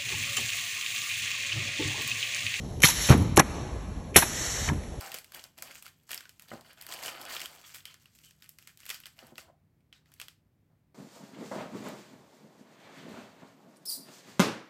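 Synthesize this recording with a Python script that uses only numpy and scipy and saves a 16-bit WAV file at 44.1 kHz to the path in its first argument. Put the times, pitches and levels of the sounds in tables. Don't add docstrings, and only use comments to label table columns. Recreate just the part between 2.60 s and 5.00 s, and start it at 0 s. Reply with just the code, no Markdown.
import sys
import numpy as np
from scipy import signal
from scipy.fft import rfft, irfft
from scipy.io import wavfile
from scipy.ndimage import uniform_filter1d

SR = 44100
rng = np.random.default_rng(int(sys.argv[2]) if len(sys.argv) > 2 else 0)


def bounce(signal):
    frames = np.transpose(np.atleast_2d(signal))
    limited = np.clip(frames, -1, 1)
    pcm = np.round(limited * 32767).astype(np.int16)
    wavfile.write(sys.argv[1], SR, pcm)


def amplitude_ratio(level_db):
    exponent = np.asarray(level_db, float) / 20
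    return 10 ** exponent


N = 105840


def unit(x):
    return x / np.sqrt(np.mean(x ** 2) + 1e-20)


def curve(rows):
    time_s, level_db = np.transpose(rows)
    return amplitude_ratio(np.interp(np.arange(N) / SR, time_s, level_db))


def butter(x, order, cut_hz, kind="low"):
    return signal.sosfilt(signal.butter(order, cut_hz, kind, fs=SR, output="sos"), x)


def bells(x, rows):
    hz = np.arange(x.shape[-1] // 2 + 1) * SR / x.shape[-1]
    gain_db = sum(db / (1 + (2 * (hz - centre) / width) ** 4) for centre, width, db in rows)
    return irfft(rfft(x) * amplitude_ratio(gain_db), x.shape[-1])


def drift(rate):
    r = np.exp(-80 * np.pi * rate / SR)
    slow = signal.lfilter([1], [1, -2 * r, r * r], rng.standard_normal(N // 40 + 2002))
    slow = slow[2000:]
    return np.interp(np.arange(N) / 40, np.arange(len(slow)), unit(slow))


def noise(spectrum, patchy_db, rate):
    hz = np.arange(1, N // 2 + 2) * SR / N
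    f, db = np.transpose(spectrum)
    colour_db = np.interp(np.log(hz), np.log(f), db, left=-120, right=-120)
    shaped = rfft(rng.standard_normal(N)) * amplitude_ratio(colour_db)
    shared = drift(rate / 4)
    octave = np.log2(hz / 30)
    out = np.zeros(N)
    for k in range(-1, 10):
        window = np.cos(np.pi / 2 * np.clip(octave - k, -1, 1)) ** 2
        flicker = amplitude_ratio(patchy_db * (0.71 * shared + drift(rate)))
        out += irfft(shaped * window, N) * flicker
    return unit(out)


def bursts(rows, spectrum, rise_s, patchy_db):
    t = np.arange(N) / SR
    power = np.zeros(N)
    for start_s, level_db, t60_s in rows:
        fall = amplitude_ratio(level_db - 60 * np.clip(t - start_s, 0, 1) / t60_s)
        power += fall ** 2 * np.clip((t - start_s) / rise_s, 0, 1)
    return np.sqrt(power) * noise(spectrum, patchy_db, rate=96)


def struck(hits, modes, soft_hz, count):
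    chatter_s, chatter_loss_db = 0.0016, 9
    lag = rng.uniform(.5, 1.465, (len(hits), count)).cumsum(axis=1)
    start_s, level_db = np.transpose(hits)
    at = ((start_s[:, None] + chatter_s * (lag - lag[:, :1])) * SR).astype(int)
    touch_db = level_db[:, None] + 1.0 - chatter_loss_db * np.arange(count)
    spread_db = rng.normal(0, 1.5, (len(hits), len(modes), count))
    out = np.zeros(N)
    for m, (hz, mode_db, t60_s) in enumerate(modes):
        clicks = np.full(N, 1e-18)
        np.add.at(clicks, at, amplitude_ratio(touch_db + mode_db + spread_db[:, m]))
        r, w = amplitude_ratio(-60 / (t60_s * SR)), 2 * np.pi * hz / SR
        sign = (-1) ** m
        out += signal.lfilter([0, np.sin(w) * sign], [1, -2 * r * np.cos(w), r * r], clicks)
    return butter(out, 2, min(soft_hz, 19000))


# pitch_hz, level_db
SHOP_COLOUR = [(15, -35), (55, -4), (240, -17.5), (800, -28), (1800, -50), (6500, -55), (11300, -58),
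               (12200, -74)]


def shop_murmur():
    return amplitude_ratio(-37) * noise(SHOP_COLOUR, patchy_db=2.0, rate=11.8)


# time_s, level_db
SEEP_LEVEL = [(.2, -85), (.3, -58), (.73, -63), (.745, -83), (.8, -59.5), (1.5, -65.5), (2.1, -59.5),
              (2.4, -56.5)]
# pitch_hz, level_db
SEEP_COLOUR = [(1500, -4), (3500, 0), (6500, 0), (8500, -8), (11000, 3), (11900, -15)]


def seal_seepage():
    return curve(SEEP_LEVEL) * noise(SEEP_COLOUR, patchy_db=-1.8, rate=15)


# start_s, level_db
VALVE_HITS = [(.203, -43), (.22, -28), (.2352, -2.5), (.2435, -8.5), (.77, -16), (1.544, -32),
              (1.5515, -27), (1.5595, -4), (1.564, -15), (1.622, -28), (2.088, -23), (2.235, -42)]
# pitch_hz, level_db, t60_s
VALVE_MODES = [(1435, -7, 0.0036), (1838, -7, 0.029), (2063, -2, 0.014), (2391, 1.5, 0.01),
               (3094, -8, 0.022), (3630, -21, 0.055), (5420, -18, 0.011)]


def valve_spool():
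    return struck(VALVE_HITS, VALVE_MODES, soft_hz=6000, count=2)


# start_s, level_db (rms), t60_s
AIR_PUFFS = [(.203, -37, 0.03), (0.2198, -19.5, 0.028), (0.229, -14, 0.063), (0.2349, -8, 0.2),
             (0.496, -19, 0.048), (.503, -13, 0.028), (.515, -38, 0.034), (.761, -33, 0.043),
             (0.7694, -19.5, 0.076), (0.774, -7.5, 0.019), (.7945, -5.5, 0.032), (.802, -36, 0.014),
             (1.544, -37.5, .1), (1.561, -12.5, 0.19), (1.57, -37, 0.12), (2.086, -41, 0.11)]
# pitch_hz, level_db
PUFF_COLOUR = [(700, -7), (1500, -3.5), (3300, -1.5), (5900, 3), (8000, -3.5), (11200, 2.5), (13500, -15),
               (14600, -8)]


def air_puffs():
    return bursts(AIR_PUFFS, PUFF_COLOUR, rise_s=0.0019, patchy_db=4.0)


# start_s, level_db
PIN_TICKS = [
    (.203, -40),
    (.2202, -25),
    (.7945, -9),
    (.7965, -6.5),
    (.497, -17),
    (.514, -21),
]
# pitch_hz, level_db, t60_s
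PIN_MODES = [(5800, 0, 0.0075), (6550, -3.5, 0.0075), (11800, -27, 0.017)]


def steel_pins():
    return struck(PIN_TICKS, PIN_MODES, soft_hz=18000, count=2)


# start_s, level_db (rms), t60_s
SEAL_SPITS = [(.2292, -15.5, 0.024), (.239, -22, 0.016), (.252, -28, .03), (.554, -51, 0.052),
              (.5756, -41, 0.08), (.6006, -52, .05), (.6235, -41.5, 0.038), (.7615, -28, 0.061),
              (.7695, -24, 0.056), (.7735, -42.5, 0.013), (1.552, -33, .04), (1.562, -4.5, 0.06),
              (1.578, -19.5, 0.23), (2.131, -50, .06)]
# pitch_hz, level_db
SPIT_COLOUR = [(6500, -15), (8000, -8), (10500, 3), (12000, -4), (13500, -14), (14500, -22)]


def seal_spits():
    return bursts(SEAL_SPITS, SPIT_COLOUR, rise_s=0.0016, patchy_db=1.5)


# start_s, level_db (rms), t60_s
CONTACT_CRACKS = [
    (.235, -28, 0.018),
    (.5035, -17, 0.028),
    (.7755, -23, .022),
    (.7945, -27, .025),
    (1.5595, -10, 0.025),
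    (2.087, -35, 0.046),
]
# pitch_hz, level_db
CRACK_COLOUR = [(3000, -8), (9100, 0), (12000, -8), (14300, 0), (15800, 6)]


def contact_cracks():
    return bursts(CONTACT_CRACKS, CRACK_COLOUR, rise_s=0.00075, patchy_db=13)


# start_s, level_db (rms), t60_s
LOOSE_RATTLES = [(.2355, -19.5, 0.065), (.287, -40, 0.091), (.488, -16.5, 0.073), (.495, -13, 0.076),
                 (.503, -14.5, 0.15), (.517, -19.5, 0.14), (.7755, -18, 0.12), (.787, -16, 0.037),
                 (.795, -5, 0.042), (1.56, -9, 0.038), (1.572, -17, 0.083), (1.621, -29, 0.21),
                 (2.076, -36, 0.39), (2.086, -25, 0.062)]
# pitch_hz, level_db
RATTLE_COLOUR = [(100, 0), (200, 7), (500, 2), (1300, 1), (2500, -4.5), (4500, -26), (8000, -65)]


def loose_parts():
    return bursts(LOOSE_RATTLES, RATTLE_COLOUR, rise_s=0.0023, patchy_db=3.0)


# time_s, level_db
DOWN_FLOW = [(.236, -51.5), (.255, -38), (.3, -21.5), (.34, -29.5), (.47, -26), (.52, -26), (.56, -39),
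             (.65, -47), (.76, -66)]
# pitch_hz, level_db
DOWN_COLOUR = [(400, -17), (1500, -11.5), (4000, -4), (5800, -2), (8500, -12), (10500, 3.5), (12500, -18),
               (14500, -13)]
# time_s, level_db
UP_FLOW = [(1.56, -81.5), (1.59, -23), (1.63, -34), (1.71, -36.5), (1.78, -30.5), (1.95, -32), (2.085, -33),
           (2.115, -51.5), (2.2, -63)]
# pitch_hz, level_db
UP_COLOUR = [(400, -10.5), (1500, -12), (4000, -10), (5800, -3.5), (8500, -9.5), (10500, -7.5),
             (12500, -22), (14200, -36)]
# pitch_hz, width_hz, level_db
PIPE_RESONANCES = [(1885, 440, 6.5), (2636, 290, -4), (3460, 210, -4), (3920, 67, 3), (4280, 210, -5),
                   (5430, 160, 1.5), (7100, 260, 2.5), (10270, 2200, -8.5)]


def exhaust_jets():
    down = curve(DOWN_FLOW) * noise(DOWN_COLOUR, patchy_db=.8, rate=30)
    up = curve(UP_FLOW) * noise(UP_COLOUR, patchy_db=.8, rate=30)
    return bells(down + up, PIPE_RESONANCES)


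# start_s, level_db
HOUSING_THUDS = [
    (.238, -13.5),
    (.245, -38),
    (.777, -14.5),
    (.797, -18.5),
    (1.561, -14.5),
    (1.572, -15.5),
]
# pitch_hz, level_db, t60_s
HOUSING_MODES = [(83, -1, 0.04), (150, 0.5, 0.052), (223, 7.5, 0.015), (327, 1, 0.029), (492, -7, 0.046)]


def housing_thuds():
    return struck(HOUSING_THUDS, HOUSING_MODES, soft_hz=530, count=1)


# start_s, level_db
PISTON_KNOCKS = [
    (.287, -21),
    (.291, -32),
    (.4945, -25.5),
    (1.6225, -20.5),
    (1.626, -18),
    (1.63, -17.5),
    (2.087, -35.5),
    (2.098, -25.5),
]
# pitch_hz, level_db, t60_s
CYLINDER_MODES = [(637, -22, 0.054), (920, -1.5, 0.029), (1110, 0, 0.0065), (1657, -4.5, 0.037),
                  (2490, -13, .04), (3640, -10.5, .02)]


def piston():
    return struck(PISTON_KNOCKS, CYLINDER_MODES, soft_hz=8200, count=2)


# start_s, level_db
FRAME_BLOWS = [
    (.49, -23),
    (.5015, -18.5),
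    (.51, -25),
    (.525, -29.5),
    (2.075, -28.5),
    (2.09, -24.5),
    (2.11, -21),
    (2.128, -41),
]
# pitch_hz, level_db, t60_s
FRAME_MODES = [(80, 1, 0.39), (81.6, -2.5, 0.32), (128, 2.5, 0.052), (171.5, -5.5, 0.064),
               (231, -12.5, 0.21), (297, -11.5, 0.13), (415, -21.5, 0.13)]


def steel_frame():
    return struck(FRAME_BLOWS, FRAME_MODES, soft_hz=330, count=1)


# start_s, level_db
LANDING_BLOWS = [
    (.5025, 0.5),
    (.525, -12.5),
]
# pitch_hz, level_db, t60_s
STOP_MODES = [(135, 0.0078, 0.053)]


def landing():
    return struck(LANDING_BLOWS, STOP_MODES, soft_hz=600, count=1)


# start_s, level_db (rms), t60_s
TABLE_SHUDDERS = [
    (.52, -19.5, 0.82),
    (.8, -31.5, 0.37),
    (2.1, -23.5, 0.27),
]
# pitch_hz, level_db
SHUDDER_COLOUR = [(50, -26), (90, 5.5), (150, 2.5), (310, -3), (600, -18.5), (1200, -20)]


def table_shudder():
    return bursts(TABLE_SHUDDERS, SHUDDER_COLOUR, rise_s=0.024, patchy_db=-2.0)


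# start_s, level_db
JAW_CONTACTS = [
    (.7755, -2),
    (.779, -11),
    (.798, -5.5),
    (.802, -27),
    (1.5635, -11),
    (1.57, -21),
    (1.576, -22),
]
# pitch_hz, level_db, t60_s
JAW_MODES = [(343, 3, 0.018), (423, 8.5, 0.0064), (775, -5, 0.033), (1060, 2.5, 0.0037),
             (1540, -7.5, 0.0075)]


def jaws():
    return struck(JAW_CONTACTS, JAW_MODES, soft_hz=2700, count=2)


# start_s, level_db
FINGER_CONTACTS = [
    (.7875, -13.5),
    (.7893, -14),
    (.7912, -16),
]
# pitch_hz, level_db, t60_s
FINGER_MODES = [(1700, -4, 0.028), (5630, -21, 0.011)]


def jaw_finger():
    return struck(FINGER_CONTACTS, FINGER_MODES, soft_hz=12000, count=1)


# time_s, level_db
TWIST_LEVEL = [
    (.84, -63),
    (.89, -52),
    (.95, -35.5),
    (1.08, -41.5),
    (1.25, -76),
    (1.45, -84),
]
# pitch_hz, level_db
GRIND_COLOUR = [(60, -5), (130, 8.5), (330, -1.5), (800, -4), (2000, -28), (6000, -17), (11000, -40),
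                (12300, -70)]


def cap_twist():
    return curve(TWIST_LEVEL) * noise(GRIND_COLOUR, patchy_db=-3.5, rate=8.9)


def hall(x):
    t60_s, treble_t60_s, treble_hz = 2.74, 0.68, 4850
    level_db, onset_s, cut_hz = -23.5, 0.026, 11800
    t = np.arange(N) / SR
    white = rng.standard_normal(N)
    low = butter(white, 1, treble_hz)
    tail = low * amplitude_ratio(-60 * t / t60_s) + (white - low) * amplitude_ratio(-60 * t / treble_t60_s)
    tail = tail * (1 - np.exp(-t / onset_s))
    tail = butter(tail, 2, [150, cut_hz], "band")
    return amplitude_ratio(level_db) * signal.fftconvolve(x, tail / np.sqrt(np.sum(tail ** 2)))[:N]


def scene():
    blows = valve_spool() + steel_pins() + housing_thuds() + piston()
    blows += steel_frame() + landing() + jaws() + jaw_finger()
    blows = butter(blows, 2, 50, "high")
    rough = air_puffs() + seal_spits() + contact_cracks() + loose_parts()
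    rough += exhaust_jets() + table_shudder() + cap_twist()
    echo = hall(rough + 0.48 * blows)
    return (blows + rough + echo + seal_seepage() + shop_murmur())[None]


# pitch_hz, level_db
FAINTEST = [(2400, -99), (11850, -99), (12050, -87), (14100, -86), (14500, -78)]


def drop_weak_bands(x):
    hz, _, z = signal.stft(x, SR, nperseg=1024)
    power = np.abs(z) ** 2

    def level(bins, frames):
        smooth = uniform_filter1d(uniform_filter1d(power, size=bins, axis=1), size=frames, axis=2)
        return 10 * np.log10(np.abs(smooth) + 1e-18)

    pitch = hz[:, None]
    over_floor = level(9, 2) - np.interp(hz, *np.transpose(FAINTEST))[:, None]
    over_neighbours = level(3, 5) - level(41, 5) + 5.6 + 20 * (pitch > 13000)
    margin_db = np.minimum(over_floor, over_neighbours)
    keep = np.where(pitch > 2400, np.clip(.5 + margin_db / 2, 1e-3, 1), 1)
    return signal.istft(z * keep, SR, nperseg=1024)[1][:, :N]


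def low_pass(x):
    return signal.sosfilt(signal.butter(12, 15840, fs=SR, output="sos"), x)


# pitch_hz, width_hz, level_db
MIC_NOTCHES = [(4900, 520, -11.5), (9130, 950, -29), (14250, 1300, -14)]


def record(dry):
    ceiling = .66
    x = drop_weak_bands(bells(dry, MIC_NOTCHES))
    x = x / (1 + np.abs(x / ceiling) ** 6) ** (1 / 6)
    x = signal.sosfilt(signal.cheby2(12, 80, 15900, fs=SR, output="sos"), x)
    return low_pass(x)


dry = scene()
out = record(dry)
bounce(out)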